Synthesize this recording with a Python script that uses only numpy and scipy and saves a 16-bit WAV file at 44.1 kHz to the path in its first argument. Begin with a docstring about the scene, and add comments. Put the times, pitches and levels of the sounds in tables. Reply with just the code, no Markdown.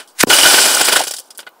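"""Smashing a car door window

Outdoors, an earlier sound dies away and a small rustle follows. Something swishes through the air and smashes
the side window of a lone car door: shaped noise, a crack, a thump of falling pitch and a shudder. The pane
crumbles into a dense shower: small decaying rings for the glass, random knocks through resonances for the
hollow door skin. It thins into clumps, ringing knocks and late ticks. Far traffic hums; loud peaks clip."""
import sys
import numpy as np
from scipy import signal
from scipy.fft import rfft, irfft, next_fast_len
from scipy.io import wavfile

SR = 44100
rng = np.random.default_rng(int(sys.argv[2]) if len(sys.argv) > 2 else 0)


def volts(x):
    """Linear amplitude factor 10**(x/20) for a level x in dB, scalar or array-like."""
    e = np.asarray(x, float) / 20
    return 10 ** e


def unload_wav(signal):
    """Save mono or channel-first audio to the path in sys.argv[1] as 16-bit WAV at rate SR, clipped to [-1, 1]."""
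    wavfile.write(
        sys.argv[1],
        SR,
        np.round(np.clip(np.atleast_2d(signal).T, -1, 1) * 32767).astype(np.int16),
    )


N = 70560
T = np.arange(N) / SR  # s


def unit(x):
    """Normalisation: a signal divided by its root mean square has rms 1."""
    return x / np.sqrt(np.mean(x ** 2) + 1e-20)


def filtered(x, response):
    """Linear filtering: the spectrum is multiplied by a response, a function of frequency in Hz."""
    size = next_fast_len(N + 8192)
    hz = np.fft.rfftfreq(size, 1 / SR)
    return irfft(rfft(x, size) * response(hz), size)[..., :N]


def colour(points):
    """Spectral envelope: gain in dB is interpolated between points on a logarithmic frequency axis."""
    point_hz, gain_db = np.transpose(points)
    return lambda hz: volts(np.interp(np.log(hz + 1), np.log(point_hz + 1), gain_db))


def noise(points):
    """Coloured noise: white noise through a spectral envelope, brought to rms 1."""
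    return unit(filtered(rng.standard_normal(N), colour(points)))


def level(rows, column=1):
    """Amplitude envelope: straight lines in dB between points, -120 dB outside them."""
    columns = np.transpose(rows)
    return volts(np.interp(T, columns[0], columns[column], -120, -120))


# Spectral shape of the far hum: frequency_hz, relative_density_db
AIR_COLOUR = [(60, -47.5), (200, -18), (350, -9), (930, -7), (1360, -13), (1490, -12.5), (1800, -23.5),
              (9000, -29.5), (15600, -26.5)]


def far_traffic():
    """Stationary noise: the far traffic is a steady hum, heard as coloured noise."""
    return volts(-51.5) * noise(AIR_COLOUR)


# Loudness of the swish before the blow: time_s, level_db
SWISH_LEVEL = [(.15, -57), (.177, -45.5), (.194, -21), (.201, -14), (.21, -3.5), (.222, -20.5), (.231, -12),
               (.238, -32), (.248, -32), (.256, -73)]
# Spectral shape of the swish: frequency_hz, relative_density_db
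SWISH_COLOUR = [(180, -43), (300, -26.5), (1420, 4.5), (2080, 6), (2700, 3), (9660, 3.5), (15600, -11)]


def swish():
    """Aerodynamic noise: an object moving through air gives broadband noise that swells and fades."""
    return level(SWISH_LEVEL) * noise(SWISH_COLOUR)


# Spectral shape of the crack: frequency_hz, relative_density_db
CRACK_COLOUR = [(200, -29), (1000, -3), (2100, 0), (3600, -20), (8000, -23.5), (15000, -8)]


def crack():
    """Impulsive noise: the blow begins with a very short broadband burst."""
    start_s, length_s, level_db = .2319, .0046, -2
    gate = (T > start_s) & (T < start_s + length_s)
    return gate * volts(level_db) * noise(CRACK_COLOUR)


def thump():
    """Frequency glide: a decaying sine whose pitch falls exponentially; phase is the integral of pitch."""
    start_s, t60_s, level_db = .23575, .015, 14.5
    start_hz, end_hz, fall_s = 2530, 230, .00083
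    u = (T - start_s).clip(0)
    turns = end_hz * u + (start_hz - end_hz) * fall_s * (1 - np.exp(-u / fall_s))
    return volts(level_db - 60 * u / t60_s) * np.sin(2 * np.pi * turns)


# Loudness of the door's shudder before the pane lets go: time_s, level_db
SHUDDER_LEVEL = [(.266, -65.5), (.27, -43), (.271, -15), (.29, -17.5), (.305, -21.5)]
# Spectral shape of the shudder: frequency_hz, relative_density_db
SHUDDER_COLOUR = [(59, -41.5), (100, -2.5), (403, 10), (601, -1), (882, -7), (1960, -20.5), (3000, -17),
                  (3900, -55)]


def shudder():
    """Forced vibration: the struck door shakes, heard as low and middle noise under an envelope."""
    return level(SHUDDER_LEVEL) * noise(SHUDDER_COLOUR)


# Single crumbs: start_s, peak_db (nominal: the noise has half this amplitude as its rms at onset), pitch_hz
TICKS = [(1.1905, -19, 9500), (1.198, -15, 9400), (1.2032, -20, 7600), (1.3759, -17.5, 9460),
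         (1.381, -15, 9430), (1.3844, -20, 9560), (1.404, -22.5, 9700), (1.491, -33, 13900)]


def ticks():
    """Band-limited transients: a lone crumb gives a short bright click gathered round one pitch."""
    t60_s, width_octaves = .011, .2
    out = np.zeros(N)
    for start_s, peak_db, pitch_hz in TICKS:
        def band(hz):
            skirt = 0.32 * np.sqrt(hz / pitch_hz) * (hz > 2300)
            octaves = np.log2((hz + 1) / pitch_hz)
            return skirt + np.exp(-.5 * (octaves / width_octaves) ** 2)

        hiss = unit(filtered(rng.standard_normal(N), band))
        decay = volts(peak_db - 60 * (T - start_s).clip(0) / t60_s)
        out += (T >= start_s) * decay * .5 * hiss
    return out


# Larger pieces ringing one spot of the door: start_s, level_db (main tone before onset and low cut), pitch_hz
KNOCKS = [(.3, -3, 3040), (.312, 0, 1433), (0.333, 2, 2935), (0.388, -1.5, 3080), (0.413, -2.5, 2980),
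          (0.433, 3, 2960), (0.454, -0.5, 1480), (0.462, 0, 1474), (0.471, -2, 1515), (0.514, -7, 1460),
          (.772, -5.5, 1443), (0.541, 1.5, 350), (0.583, -4, 1550), (.808, -5.5, 800), (0.814, -12, 165),
          (0.9596, 2, 1460), (1.0055, -2, 758), (1.013, -10, 640), (1.021, -11.5, 558), (1.071, -19, 410),
          (1.109, -26, 600), (1.202, -30.5, 522), (1.391, -27.5, 1520), (1.4675, -25.5, 1450),
          (1.473, -27, 1470), (1.472, -28.5, 2036)]


def knocks():
    """Modal ringing: each larger piece excites a strong door tone and a weak one near it."""
    t60_s, dull_t60_s = .029, .022  # above 1000 Hz, and at or below it
    out = np.zeros(N)
    for start_s, level_db, pitch_hz in KNOCKS:
        u = (T - start_s).clip(0)
        neighbour_hz = pitch_hz * rng.uniform(0.89, 1.086)
        pair = np.sin(2 * np.pi * pitch_hz * u) + 0.085 * np.sin(2 * np.pi * neighbour_hz * u)
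        decay = volts(level_db - 60 * u / (t60_s if pitch_hz > 1000 else dull_t60_s))
        onset = 1 - np.exp(-u * pitch_hz * 2)
        out += decay * onset * pair
    # the knocks carry little below about 130 Hz
    return filtered(out, lambda hz: 1 / (1 + (129.6 / (hz + 1)) ** 4))


# The continuous shower: time_s, crumbs_level_db, skin_level_db
SHOWER = [(.262, -63, -79), (.271, -29, -54), (.292, -24, -29), (.305, -20, -33), (.46, -10, -11),
          (.65, -13, -15.5), (.8, -17.5, -18.5), (1.02, -37, -24.5), (1.06, -32, -47.5), (1.2, -44.5, -54),
          (1.23, -52, -66), (1.29, -53.5, -69.5)]
# Bursts of clatter: an earlier sound dying away at the start, a small rustle, then clumps of glass landing:
# peak_s, bright_peak_db (lowered by the crest below), dull_level_db, t60_s
BURSTS = [(0, -25, -31.5, 0.14), (0.075, -34, -59.5, 0.2), (.2955, -6, -39, 0.079), (0.302, 2, -4.5, 0.16),
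          (0.331, 2.5, -9, 0.29), (0.387, -1, -8, 0.14), (.436, -1, -9, 0.076), (0.459, 2.5, -9.5, 0.1),
          (0.545, 0, -3.5, 0.023), (0.589, 0.5, -6.5, 0.041), (0.616, -0.5, -36, 0.11),
          (0.663, 0.5, -8, 0.023), (0.749, 0, -24, 0.055), (0.799, -11.5, -16.5, 0.094),
          (0.814, 1.5, -10, 0.052), (0.853, -0.5, -23.5, 0.15), (0.886, 0, -8.5, 0.09),
          (.927, 2, -9.5, 0.1), (0.954, -3.5, -21, 0.059), (0.961, 2.5, -6, 0.11), (0.993, -6, -18, 0.14),
          (1.013, -9, -18.5, 0.068), (1.037, -9, -21, 0.068), (1.07, -11, -26.5, 0.12),
          (1.0794, -7, -27.5, 0.037), (1.11, -8.5, -27, 0.07), (1.138, -10, -28.5, 0.066),
          (1.165, -15.5, -51, 0.1), (1.185, -16, -40, 0.084), (1.3054, -23, -45.5, 0.066),
          (1.35, -33, -57.5, .07), (1.391, -20, -28, 0.066), (1.402, -26, -41, 0.084),
          (1.4303, -42, -37.5, .05), (1.467, -35.5, -34.5, 0.046), (1.472, -38, -33, 0.069)]


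def activity(column):
    """Energy summation: powers of shower and bursts add; column 1 drives the rings, 2 the skin."""
    crest_db = 10.5 if column == 1 else 0  # peak over rms of the rings
    power = level(SHOWER, column) ** 2
    for row in BURSTS:
        peak_s, t60_s = row[0], row[3]
        u = T - peak_s
        # bursts in the thick shower build up; the others strike at once (dB per s)
        rise = 1301.5 if .31 < peak_s < .95 else 7999.5
        below_db = np.where(u < 0, -u * rise, 60 * u / t60_s)
        power = power + volts(2 * (row[column] - crest_db - below_db))
    return np.sqrt(power)


def contacts(per_s, spread_db):
    """Random impacts: uniformly scattered samples, skewed sizes with a few much larger, and a free draw."""
    draw = rng.random((int(per_s * N / SR), 3))
    at = (draw[:, 0] * N).astype(int)
    strength = volts(-spread_db * np.log(draw[:, 1] + 0.0093))
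    return at, strength, draw[:, 2]


# Broad spectral shape of the door skin: frequency_hz, gain_db
SKIN_COLOUR = [(60, -60), (150, -17), (300, -10), (790, -3.5), (1450, -3), (2120, -2.5), (4500, -4.5),
               (6000, -38)]
# Resonances of the door skin: frequency_hz, width_hz, gain_db
DOOR_MODES = [(350, 300, 4), (593, 130, 2), (823, 240, -2.5), (1460, 124, 8), (2414, 120, 0.5),
              (2940, 155, 6.5)]


def door():
    """Source and filter: falling glass knocks the sheet metal, which answers in its resonances.

    The same filter gives the dull part of the sounds before the blow."""
    at, strength, pick = contacts(per_s=2500, spread_db=4.5)
    impacts = np.bincount(at, strength * np.sign(pick - .5), N)
    drive = impacts + 1.48 * rng.standard_normal(N)

    def skin(hz):
        modes = 0.99  # direct part
        for mode_hz, width_hz, gain_db in DOOR_MODES:
            damping = 1j * hz * width_hz
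            modes = modes + volts(gain_db) * damping / (mode_hz ** 2 - hz ** 2 + damping)
        return colour(SKIN_COLOUR)(hz) * modes

    return filtered(drive * activity(2), skin) / np.std(filtered(drive, skin))


# Spectral shape of the clinking glass: frequency_hz, gain_db
GLASS_COLOUR = [(1470, -34.5), (2660, -17.5), (2980, -1), (4210, -4), (4870, 3), (6610, -5), (7590, -0.5),
                (10200, -3), (11600, -12.5), (15600, -12)]


def pieces(per_s, life_s, size):
    """Granular superposition: each contact lays down a brief soft-edged ring of size samples."""
    at, strength, pick = contacts(per_s, spread_db=2)
    pitch_hz = (2200 + 14000 * pick ** 1.4)[:, None]
    k = np.arange(size)
    turns = k * pitch_hz / SR
    envelope = np.exp(-k / SR / life_s) * (1 - np.exp(-turns / 2))
    grains = strength[:, None] * np.sin(2 * np.pi * turns) * envelope
    places = (at[:, None] + k).ravel()

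    def lay(rings):
        return filtered(np.bincount(places, rings.ravel(), N + size)[:N], colour(GLASS_COLOUR))

    # the even rain of grains sets the reference level
    return lay(grains * activity(1)[at][:, None]) / np.std(lay(grains))


def crumbs():
    """Size and damping: many tiny crumbs die at once; fewer larger shards ring longer.

    The same grains give the bright part of the sounds before the blow."""
    tiny = pieces(per_s=15000, life_s=.00039, size=120)
    shards = pieces(per_s=1300, life_s=.003, size=600)
    return tiny + volts(-5.5) * shards


def scene():
    """Superposition: the pressures of all sources add, in one channel."""
    blow = swish() + crack() + thump() + shudder()
    clatter = ticks() + knocks() + door() + crumbs()
    return (far_traffic() + blow + clatter)[None]


def roll_off(x):
    """The treble ends steeply here."""
    return signal.sosfilt(signal.butter(12, 15750, fs=SR, output="sos"), x)


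def record(dry):
    """Nonlinear distortion: the microphone clips softly and unevenly, then its band is limited."""
    ceiling, hardness, lopsided = .98, 3.5, .57
    x = dry / (1 + np.abs(dry / ceiling) ** hardness) ** (1 / hardness)
    x = x + lopsided * x ** 4 * (1 - x ** 2)  # an even term bends both polarities the same way
    mix = filtered(x, lambda hz: (hz < 15750) * hz / (hz + 30))
    return roll_off(mix)


dry = scene()
out = record(dry)
unload_wav(out)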